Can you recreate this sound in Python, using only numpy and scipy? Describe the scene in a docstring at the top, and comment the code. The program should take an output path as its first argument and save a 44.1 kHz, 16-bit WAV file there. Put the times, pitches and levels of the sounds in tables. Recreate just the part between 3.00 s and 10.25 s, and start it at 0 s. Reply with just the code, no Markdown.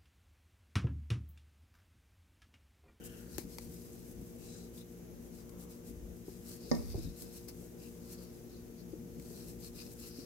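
"""Yarn is crocheted with a metal hook over a table, close by in a quiet room. Sliding friction makes the sound:
fibres catch and release in a fizz, and skin sticks and slips. Nails and hook tick, the hands bump the work and
lean on the table, and one hard knock, the loose metal falling back just after it, and one later faint knock
excite the modes of a camera stand. An appliance hums steadily behind it all."""
import sys
import numpy as np
from scipy import signal
from scipy.fft import rfft, irfft
from scipy.io import wavfile

SR = 44100
rng = np.random.default_rng(int(sys.argv[2]) if len(sys.argv) > 2 else 0)


def int16_out(signal):
    """Quantize to a 16-bit WAV file."""
    q = np.round(np.clip(np.atleast_2d(signal).T, -1, 1) * 32767)
    wavfile.write(sys.argv[1], SR, q.astype(np.int16))


N = 319725
T = np.arange(N) / SR
HZ = np.fft.rfftfreq(N, 1 / SR)


def amp(db):
    """Amplitude ratio of a level in decibels."""
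    return 10 ** (np.asarray(db) / 20)


def unit(x):
    """Normalisation to rms 1."""
    return x / np.sqrt(np.mean(x ** 2) + 1e-30)


def curve(points, hz, column=1):
    """Interpolation of a table column on a log-frequency axis."""
    table = np.array(points, float)
    return np.interp(np.log(hz + 1), np.log(table[:, 0] + 1), table[:, column])


def pan(balance_db):
    """Level difference, left over right, as two gains of mean power 1."""
    half_db = np.atleast_1d(balance_db) / 2
    gains = amp([half_db, -half_db])
    return gains / np.sqrt(np.mean(gains ** 2, 0))


def colour(x, gain):
    """Spectral shaping by a gain at each frequency, scaled to rms 1."""
    return unit(irfft(rfft(x) * gain, N))


def drift(rate_hz):
    """Random modulation: low-pass noise of rms 1."""
    return colour(rng.standard_normal(N), np.exp(-(HZ / rate_hz) ** 2) * (HZ > 0))


def ring(x, spectrum, tilt_db=0, peak_hz=1000, peak_db=0, peak_octaves=0.23):
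    """Minimum-phase filtering with a tilt and one resonance: the ringing follows its cause."""
    hz = abs(np.fft.fftfreq(1024, 1 / SR))
    peak = peak_db * np.exp(-(np.log2((hz + 1) / peak_hz) / peak_octaves) ** 2)
    tilt = tilt_db * np.log2((hz + 300) / 5000)
    log_gain = np.log(amp(curve(spectrum, hz) + peak + tilt))
    taps = np.fft.ifft(np.exp(np.conj(signal.hilbert(log_gain)))).real
    return signal.fftconvolve(x, taps[None] / np.linalg.norm(taps), axes=1)


def add(mix, start, sound):
    """Superposition of a sound on the mix, from a start in seconds."""
    part = mix[:, max(round(start * SR), 0):][:, :sound.shape[1]]
    part += sound[:, :part.shape[1]]


def stroke_speed(t, middle, length):
    """A stroke's speed is half a cosine cycle, from rest to rest."""
    return np.cos(np.pi * np.clip((t - middle) / length, -.5, .5))


def swell(middle, length, hz, width_hz):
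    """Band-limited friction noise with amplitude proportional to speed; returns start and sound."""
    t = T[abs(T - middle) < length / 2]
    f = np.fft.rfftfreq(len(t), 1 / SR)
    response = 1 / np.sqrt(1 + (2 * (f - hz) / width_hz) ** 4)
    band = irfft(rfft(rng.standard_normal((2, len(t)))) * response, len(t))
    return t[0], unit(band) * stroke_speed(t, middle, length)


# Spectra of room air and microphone hiss. Each row: frequency in Hz, relative level in dB.
AIR_SPECTRUM = [(20, -23), (38, 0.5), (56, -2), (85, -2), (145, -3), (175, 9.5), (205, -3.5), (242, 1.5),
                (285, -1.5), (450, -2.5), (570, -10), (720, -16.5), (1200, -30), (3200, -42.5)]
HISS_SPECTRUM = [(600, 0.5), (1700, 1.5), (3000, -1.5), (4300, -5), (5800, 1), (6550, 4), (7300, -2.5),
                 (10000, -3.5), (12400, 4.5), (14000, -5), (16000, 1)]
# The field at two microphone ports. Each row: frequency in Hz, left over right in dB, correlation.
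PORT_FIELD = [(60, 7, 0.99), (236, 3, 0.5), (492, 5, 0.27), (940, -1.5, 0.18), (1900, -3.5, 0.25),
              (6000, 4, 0.35), (14900, 5, 0.081)]

def room_noise():
    """Partial coherence: low air noise is partly shared by the ports, while their hiss is independent."""
    left, independent = rng.standard_normal((2, N))
    coherence = np.clip(curve(PORT_FIELD, HZ, column=2), -1, 1)
    right = irfft(coherence * rfft(left) + np.sqrt(1 - coherence ** 2) * rfft(independent), N)
    balance = pan(curve(PORT_FIELD, HZ))
    air = colour(np.array([left, right]), amp(curve(AIR_SPECTRUM, HZ)) * balance)
    hiss = colour(rng.standard_normal((2, N)), amp(curve(HISS_SPECTRUM, HZ)) * balance)
    return amp(-53 + drift(7.4)) * air + amp(-62.5) * hiss


# Motor and mains partials. Each row: frequency in Hz, relative level in dB, left over right in dB.
HUM_PARTIALS = [(58.85, -60.5, 5), (103, -68, 7), (120, -62, 6), (176.5, -67, 2), (206, -69.5, 10),
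                (232.9, -59.3, 6), (240, -59.8, 2), (294.3, -70, 0), (353.1, -60, 0), (470.8, -61.7, 3)]

def appliance_hum():
    """Beating: among slightly wavering partials, a close pair throbs seven times a second."""
    out = np.zeros((2, N))
    for hz, db, balance_db in HUM_PARTIALS:
        phase = 2 * np.pi * (hz * T + rng.random()) + .2 * drift(3)
        partial = unit(np.sin(phase) * amp(1.4 * drift(3)))
        out += amp(db) * pan(balance_db) * partial
    return amp(-0.43) * out


# Hands leaning on the table. Each row: middle in seconds, length in seconds,
# relative rumble level in dB, thrum over rumble in dB.
TABLE_PUSHES = [(0.368, .09, -48, -10), (.46, 0.078, -60, 13.5), (.68, .094, -48.5, -2),
                (1.168, 0.16, -51, -8), (1.225, .1, -61.5, 16), (3.059, .33, -48, -7.5),
                (4.075, .13, -43, -1.5), (6.031, 0.17, -63.5, 14.5), (6.19, .08, -62.5, 17)]

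def table_pushes(rumble_hz=63, thrum_hz=198, relative_width=0.54):
    """Forced vibration: shifting hands drive two broad table resonances, much alike at both ports."""
    out = np.zeros((2, N))
    for middle, length, db, thrum_db in TABLE_PUSHES:
        for hz, level_db in (rumble_hz, db), (thrum_hz, db + thrum_db):
            start, sound = swell(middle, length, hz, relative_width * hz)
            fade = np.linspace(1, .5, sound.shape[1])
            add(out, start, amp(level_db) * fade * (sound + 0.54 * sound[::-1]))
    return out * pan(3.5)


# Fingers and knuckles meeting the work. Each row: start in seconds, level in dB, pitch in Hz,
# 60 dB decay time in seconds.
FINGER_BUMPS = [(.383, -31.5, 313, 0.018), (.584, -42, 520, 0.012), (2.905, -44, 258, .05),
                (3.28, -37, 368, 0.048), (3.942, -38.5, 390, 0.12), (3.951, -31, 99, 0.048),
                (3.978, -35, 318, 0.089), (4.056, -38, 95, 0.048), (5.931, -39, 316, 0.078),
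                (6.304, -45, 407, 0.052), (7.185, -40.5, 265, 0.058)]

def finger_bumps(rise_s=0.0025, puff_db=-6.5, puff_octaves=0.9):
    """Damped impact: flesh cushions each thud and adds a dull puff of noise around its pitch."""
    out, t = np.zeros((2, N)), T[:SR // 8]
    f = np.fft.rfftfreq(len(t), 1 / SR)
    for start, db, hz, t60 in FINGER_BUMPS:
        band = np.exp(-(np.log2((f + 1) / hz) / puff_octaves) ** 2)
        puff = irfft(rfft(rng.standard_normal((2, len(t)))) * band, len(t))
        thud = np.sin(2 * np.pi * hz * t) + amp(puff_db) * unit(puff)
        envelope = (1 - np.exp(-(t / rise_s) ** 2)) * amp(-60 * t / t60)
        add(out, start, amp(db) * envelope / envelope.max() * thud)
    return out * pan(2.6)


def stand_sway():
    """Low-frequency rocking: the stand wobbles after the hard knock, partly in antiphase at the ports."""
    out = np.zeros((2, N))
    start, sound = swell(middle=3.92, length=.44, hz=72, width_hz=62)
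    add(out, start, amp(-42.5) * (sound - 0.36 * sound[::-1]))
    return out * pan(2.3)


# Modes of the stand and table. Each row: frequency in Hz, relative level in dB,
# 60 dB decay time in seconds, left over right in dB, phase lead of the left side in radians.
STAND_MODES = [(65.6, -11, 1, 1.5, 3), (166, -10, 0.28, 4, 1.5), (237.8, -1.5, 0.17, 1, 2),
               (260, 2, 0.12, -2.5, 3), (329, -9.5, 0.21, -11, -3), (408, -2.5, 0.088, 1, 3),
               (470, -1, 0.032, -14, -3), (520, -3.5, 0.076, -21, 4), (572, -3.5, 0.05, -25, 3),
               (722, -11, 0.098, -3, -3), (776, -7, 0.044, -6, 4.5), (944, -7.5, 0.053, -10, 4),
               (1140, -7, 0.043, -13, -2.5), (1828, -16, 0.11, -4, 1), (2015, -6.5, 0.02, 1, 5),
               (2170, -10.5, .05, 4, 3)]
# Spectrum of loose metal. Each row: frequency in Hz, relative level in dB.
RATTLE_SPECTRUM = [(3000, -32), (3700, -12), (4600, -7), (5050, 3), (5400, 3), (5700, -8), (6650, -3),
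                   (7100, -31), (16000, -44)]
# Blows on the stand and table: a hard knock, loose metal dropping back onto the stand, and a faint knock. Each
# row: start in seconds, relative level in dB, contact time in seconds.
STAND_BLOWS = [(3.7143, -22.5, 0.00031), (3.7538, -43, 0.00054), (4.221, -43, 0.002)]

def stand_knocks(hard_blow_db=-23, rattle_slope=1.3, rebound_s=0.035, room_t60=0.43):
    """Modal response: each blow rings the stand and shakes loose metal, which drops back once."""
    out, t = np.zeros((2, N)), T[:SR // 2]
    modes = np.zeros((2, len(t)))
    for hz, db, t60, balance_db, lead in STAND_MODES:
        phase = 2 * np.pi * hz * t + np.array([[lead], [0]])
        modes += amp(db - 60 * t / t60) * pan(balance_db) * np.sin(phase)
    modes *= 1 - np.exp(-t / 0.00082)
    chatter_decay = amp(-60 * t / 0.021) + amp(-12.5 - 60 * t / 0.2)
    for start, db, contact_s in STAND_BLOWS:
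        force = t * np.exp(-4 * t / contact_s)  # a longer contact gives a duller blow
        body = signal.fftconvolve(modes, force[None] / force.sum(), axes=1)[:, :len(t)]
        room = rng.standard_normal((2, len(t))) * amp(-60 * t / room_t60) * (t > .008)
        reverb = signal.fftconvolve(body, room / np.linalg.norm(room[0]), axes=1)[:, :len(t)]
        add(out, start, amp(db) * (body + amp(-8) * reverb))
        chatter = rng.standard_normal((2, len(t))) * chatter_decay
        rattle_db = -34 + rattle_slope * (db - hard_blow_db)  # falls off steeply under weaker blows
        rattle = amp(rattle_db) * pan(12) * ring(chatter, RATTLE_SPECTRUM)
        add(out, start, rattle)
        add(out, start + rebound_s, amp(-10.5) * rattle)
    return out


# Spectrum of a tick. Each row: frequency in Hz, relative level in dB.
TICK_SPECTRUM = [(200, -5.5), (900, 1), (1350, -7.5), (2200, 2), (3200, -10), (4300, 2), (7500, 1),
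                 (10000, 0.5), (13000, 3), (16000, 1)]
# Nail and hook contacts. Each row: snap time in seconds, relative level in dB, 60 dB decay time in
# seconds, tilt in dB per octave, contact resonance in Hz, its height in dB.
HOOK_TICKS = [(0.3826, -27.5, 0.0058, -0.7, 6800, 1), (0.5849, -38, .009, -2, 8000, 2),
              (2.494, -51.5, .014, 0, 8500, 10), (4.222, -42, 0.014, 0, 13500, 8),
              (4.486, -45, 0.092, 0.5, 4940, 6.5), (6.1982, -49, .009, -2, 7500, 6)]

def hook_ticks(snap_db=11, slip_share=0.043, room_t60=0.17):
    """Sudden release: a nail or the hook starts to slip, snaps off and leaves a faint room tail."""
    out = np.zeros((2, N))
    t = T[:SR // 5] - 0.02  # zero at the snap
    after = np.maximum(t, 0)
    snap = amp(snap_db) * (t == 0)
    for snap_time, db, t60, tilt_db, peak_hz, peak_db in HOOK_TICKS:
        slip = np.exp(np.minimum(t, 0) / (slip_share * t60))
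        decay = amp(-60 * after / t60) + amp(-16 - 60 * after / room_t60)
        drive = slip * decay * rng.standard_normal((2, len(t))) - snap
        add(out, snap_time + t[0], amp(db) * ring(drive, TICK_SPECTRUM, tilt_db, peak_hz, peak_db))
    return out * pan(6.2)


def stick_slip(middle, length, hz, width_hz, slips_per_s=650, hiss=0.73, bend=0.034):
    """Stick-slip jerks ring a resonance whose pitch rises with speed; returns start and sound."""
    t = T[abs(T - middle) < length / 2]
    speed = stroke_speed(t, middle, length)
    slips = (rng.random(len(t)) < slips_per_s / SR) * rng.choice([-1., 1.], (2, len(t)))
    drive = unit(slips) + hiss * rng.standard_normal((2, len(t)))
    pitch_hz = hz * (1 + bend * (speed - speed.mean()))
    carrier = np.exp(2j * np.pi * np.cumsum(pitch_hz) / SR)
    # Shifting down, low-passing and shifting back makes a band that follows the pitch.
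    band = carrier * signal.lfilter(*signal.butter(2, width_hz / SR), drive / carrier)
    return t[0], unit(band.real) * speed


# A finger sliding on the hook's handle. Each row: middle in seconds, length in seconds,
# relative level in dB, squeak pitch in Hz, bandwidth in Hz.
HANDLE_RUBS = [(1.542, 0.34, -67.5, 3970, 300), (1.8, 0.085, -65, 3720, 450), (3.65, 0.18, -65, 4650, 700),
               (4.054, .16, -67, 3900, 600), (5.171, 0.38, -68.5, 4640, 700),
               (5.56, 0.19, -71.5, 4150, 550), (5.805, 0.072, -68.5, 4570, 700),
               (6.386, 0.15, -69, 4000, 350), (6.655, 0.098, -60.5, 4320, 650),
               (6.796, 0.1, -59, 4550, 950), (7.184, .26, -60.5, 4970, 900)]
# Dry skin dragging. Each row: middle in seconds, length in seconds, resonance of the hand's hollow
# in Hz, relative level in dB.
SKIN_DRAGS = [(0.058, 0.79, 1580, -68), (0.048, 0.47, 2900, -65.5), (1.452, .17, 2650, -70.5),
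              (1.565, 0.057, 1560, -67.5), (2.6, 0.57, 1100, -71), (4.846, 0.13, 2620, -69.5),
              (5.15, .48, 1140, -72.5), (6.665, 0.071, 2700, -76), (6.798, 0.089, 2547, -64),
              (7.05, .1, 2730, -68)]

def skin_squeaks():
    """Stick-slip friction: skin squeaks on the handle, and its drags ring the hollow of the hand."""
    out = np.zeros((2, N))
    for middle, length, db, hz, width_hz in HANDLE_RUBS:
        start, sound = stick_slip(middle, length, hz, width_hz)
        add(out, start, amp(db - 0.5) * sound)
    for middle, length, hz, db in SKIN_DRAGS:
        start, sound = stick_slip(middle, length, hz, width_hz=480)
        add(out, start, amp(db) * sound)
    return out * amp(2 * drift(74)) * pan(5.5)


def yarn_feed():
    """Sliding friction: fresh yarn from the ball rasps over the raised finger."""
    out = np.zeros((2, N))
    add(out, *swell(middle=1.53, length=.3, hz=7100, width_hz=3800))
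    return amp(-59 + 1.9 * drift(74)) * out * pan(3.4)


def fibre_noise(spectrum, snaps_per_s, spread_db, flutter_db):
    """Shot noise: fibres catch and let go in tiny snaps over a smooth hiss of equal power."""
    catches = rng.random(N) < snaps_per_s / SR
    strength = amp(spread_db * np.minimum(rng.exponential(1, N), 4))
    snaps = unit(catches * strength * rng.standard_normal((2, N)))
    drive = snaps + rng.standard_normal((2, N))
    flutter = amp(flutter_db * drift(42))
    return colour(drive * flutter, amp(curve(spectrum, HZ)))


def palm_reflection(x, delay_s=.00078, gain=.4, wander=.08):
    """Comb filtering: the moving hand returns a close echo, so hollow resonances slide."""
    delayed_time = T - delay_s * (1 + wander * drift(3.8))
    echo = np.array([np.interp(delayed_time, T, port) for port in x])
    return unit(x + gain * echo)


def stroke_power(strokes):
    """Incoherent addition: the powers of strokes sum, each following the square of its speed."""
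    power = np.zeros(N)
    for middle, length, db, *_ in strokes:
        moving = abs(T - middle) < length / 2
        power[moving] += (amp(db) * stroke_speed(T[moving], middle, length)) ** 2
    return power


# Spectra of sliding yarn and rubbing fingers. Each row: frequency in Hz, relative level in dB.
YARN_SPECTRUM = [(900, -16), (3200, -9.5), (4600, -9.5), (5800, -3.5), (8200, 1.5), (9600, -2.5),
                 (12200, 2), (14000, -1.5), (16000, -6.5)]
FINGER_SPECTRUM = [(500, -14), (1400, -14), (2150, -13.5), (2600, -10), (3200, -19.5), (4000, -5),
                   (5000, -0.5), (6100, -5.5), (8000, -23), (10000, -12), (16000, -28)]
# The work shifting in the hands. Each row: time in seconds, relative levels of yarn and fingers in dB.
SHUFFLE_LEVELS = [(0, -69, -78), (.6, -65.5, -69.5), (1.05, -66, -79), (1.35, -68.5, -79), (2.2, -74, -88),
                  (3.1, -74, -89), (3.45, -73, -79), (3.8, -58.5, -57.5), (4.15, -67, -65),
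                  (4.6, -67.5, -78.5), (5.3, -70, -76), (6.0, -78, -81), (6.45, -67, -74), (7.25, -66, -74)]
# Yarn drawn over the hook. Each row: middle in seconds, length in seconds,
# relative levels of yarn and fingers in dB.
YARN_PULLS = [(0.058, 0.054, -52.5, -70), (0.37, 0.19, -62, -62.5), (0.53, .1, -63, -65),
              (0.864, 0.76, -65.5, -72), (1.777, .1, -59.5, -67), (2.378, 0.14, -65, -68),
              (2.617, 0.079, -57.5, -71), (2.726, 0.1, -62, -68), (2.88, .093, -60.5, -69),
              (3.313, .17, -64.5, -68), (3.514, 0.16, -56, -59.5), (4.211, 0.12, -57, -64.5),
              (4.367, .11, -58, -63.5), (4.84, 0.15, -61.5, -65.5), (5.121, 0.091, -56, -62.5),
              (6.37, 0.44, -61, -64.5), (6.497, 0.065, -57, -65), (6.653, 0.13, -58, -65),
              (6.815, 0.21, -61, -61), (7.049, 0.16, -55.5, -57.5)]

def crochet_friction(uneven_db=3, uneven_hz=9.7):
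    """Friction noise: yarn and fingers shuffle unevenly and swell with every pull and rub."""
    times, yarn_db, finger_db = np.transpose(SHUFFLE_LEVELS)
    waver_db = uneven_db * drift(uneven_hz)
    yarn_shuffle = amp(np.interp(T, times, yarn_db) + waver_db)
    finger_shuffle = amp(np.interp(T, times, finger_db) + waver_db)
    rub_power = stroke_power(HANDLE_RUBS)
    carried_power = rub_power * amp(-4) ** 2  # each rub carries some yarn along
    finger_pulls = [(middle, length, db) for middle, length, _, db in YARN_PULLS]
    yarn_envelope = np.sqrt(yarn_shuffle ** 2 + stroke_power(YARN_PULLS) + carried_power)
    finger_envelope = np.sqrt(finger_shuffle ** 2 + stroke_power(finger_pulls) + rub_power)
    yarn = fibre_noise(YARN_SPECTRUM, snaps_per_s=3000, spread_db=-0.5, flutter_db=1.5)
    fingers = fibre_noise(FINGER_SPECTRUM, snaps_per_s=900, spread_db=0, flutter_db=1.2)
    fingers = palm_reflection(fingers)
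    return amp(3) * yarn * yarn_envelope * pan(3.1) + amp(0.9) * fingers * finger_envelope * pan(5.8)


def scene():
    """Superposition of all sources at the two ports."""
    handwork = crochet_friction() + skin_squeaks() + yarn_feed() + hook_ticks()
    thuds = stand_knocks() + stand_sway() + table_pushes() + finger_bumps()
    return handwork + thuds + appliance_hum() + room_noise()


def record(dry):
    """Band limiting: a linear-phase low-pass filter removes the highest treble."""
    lowpass = signal.firwin(601, cutoff=15830, window=("kaiser", 8), fs=SR)
    return signal.oaconvolve(dry, lowpass[None], "same", axes=1)


dry = scene()
out = record(dry)
int16_out(out)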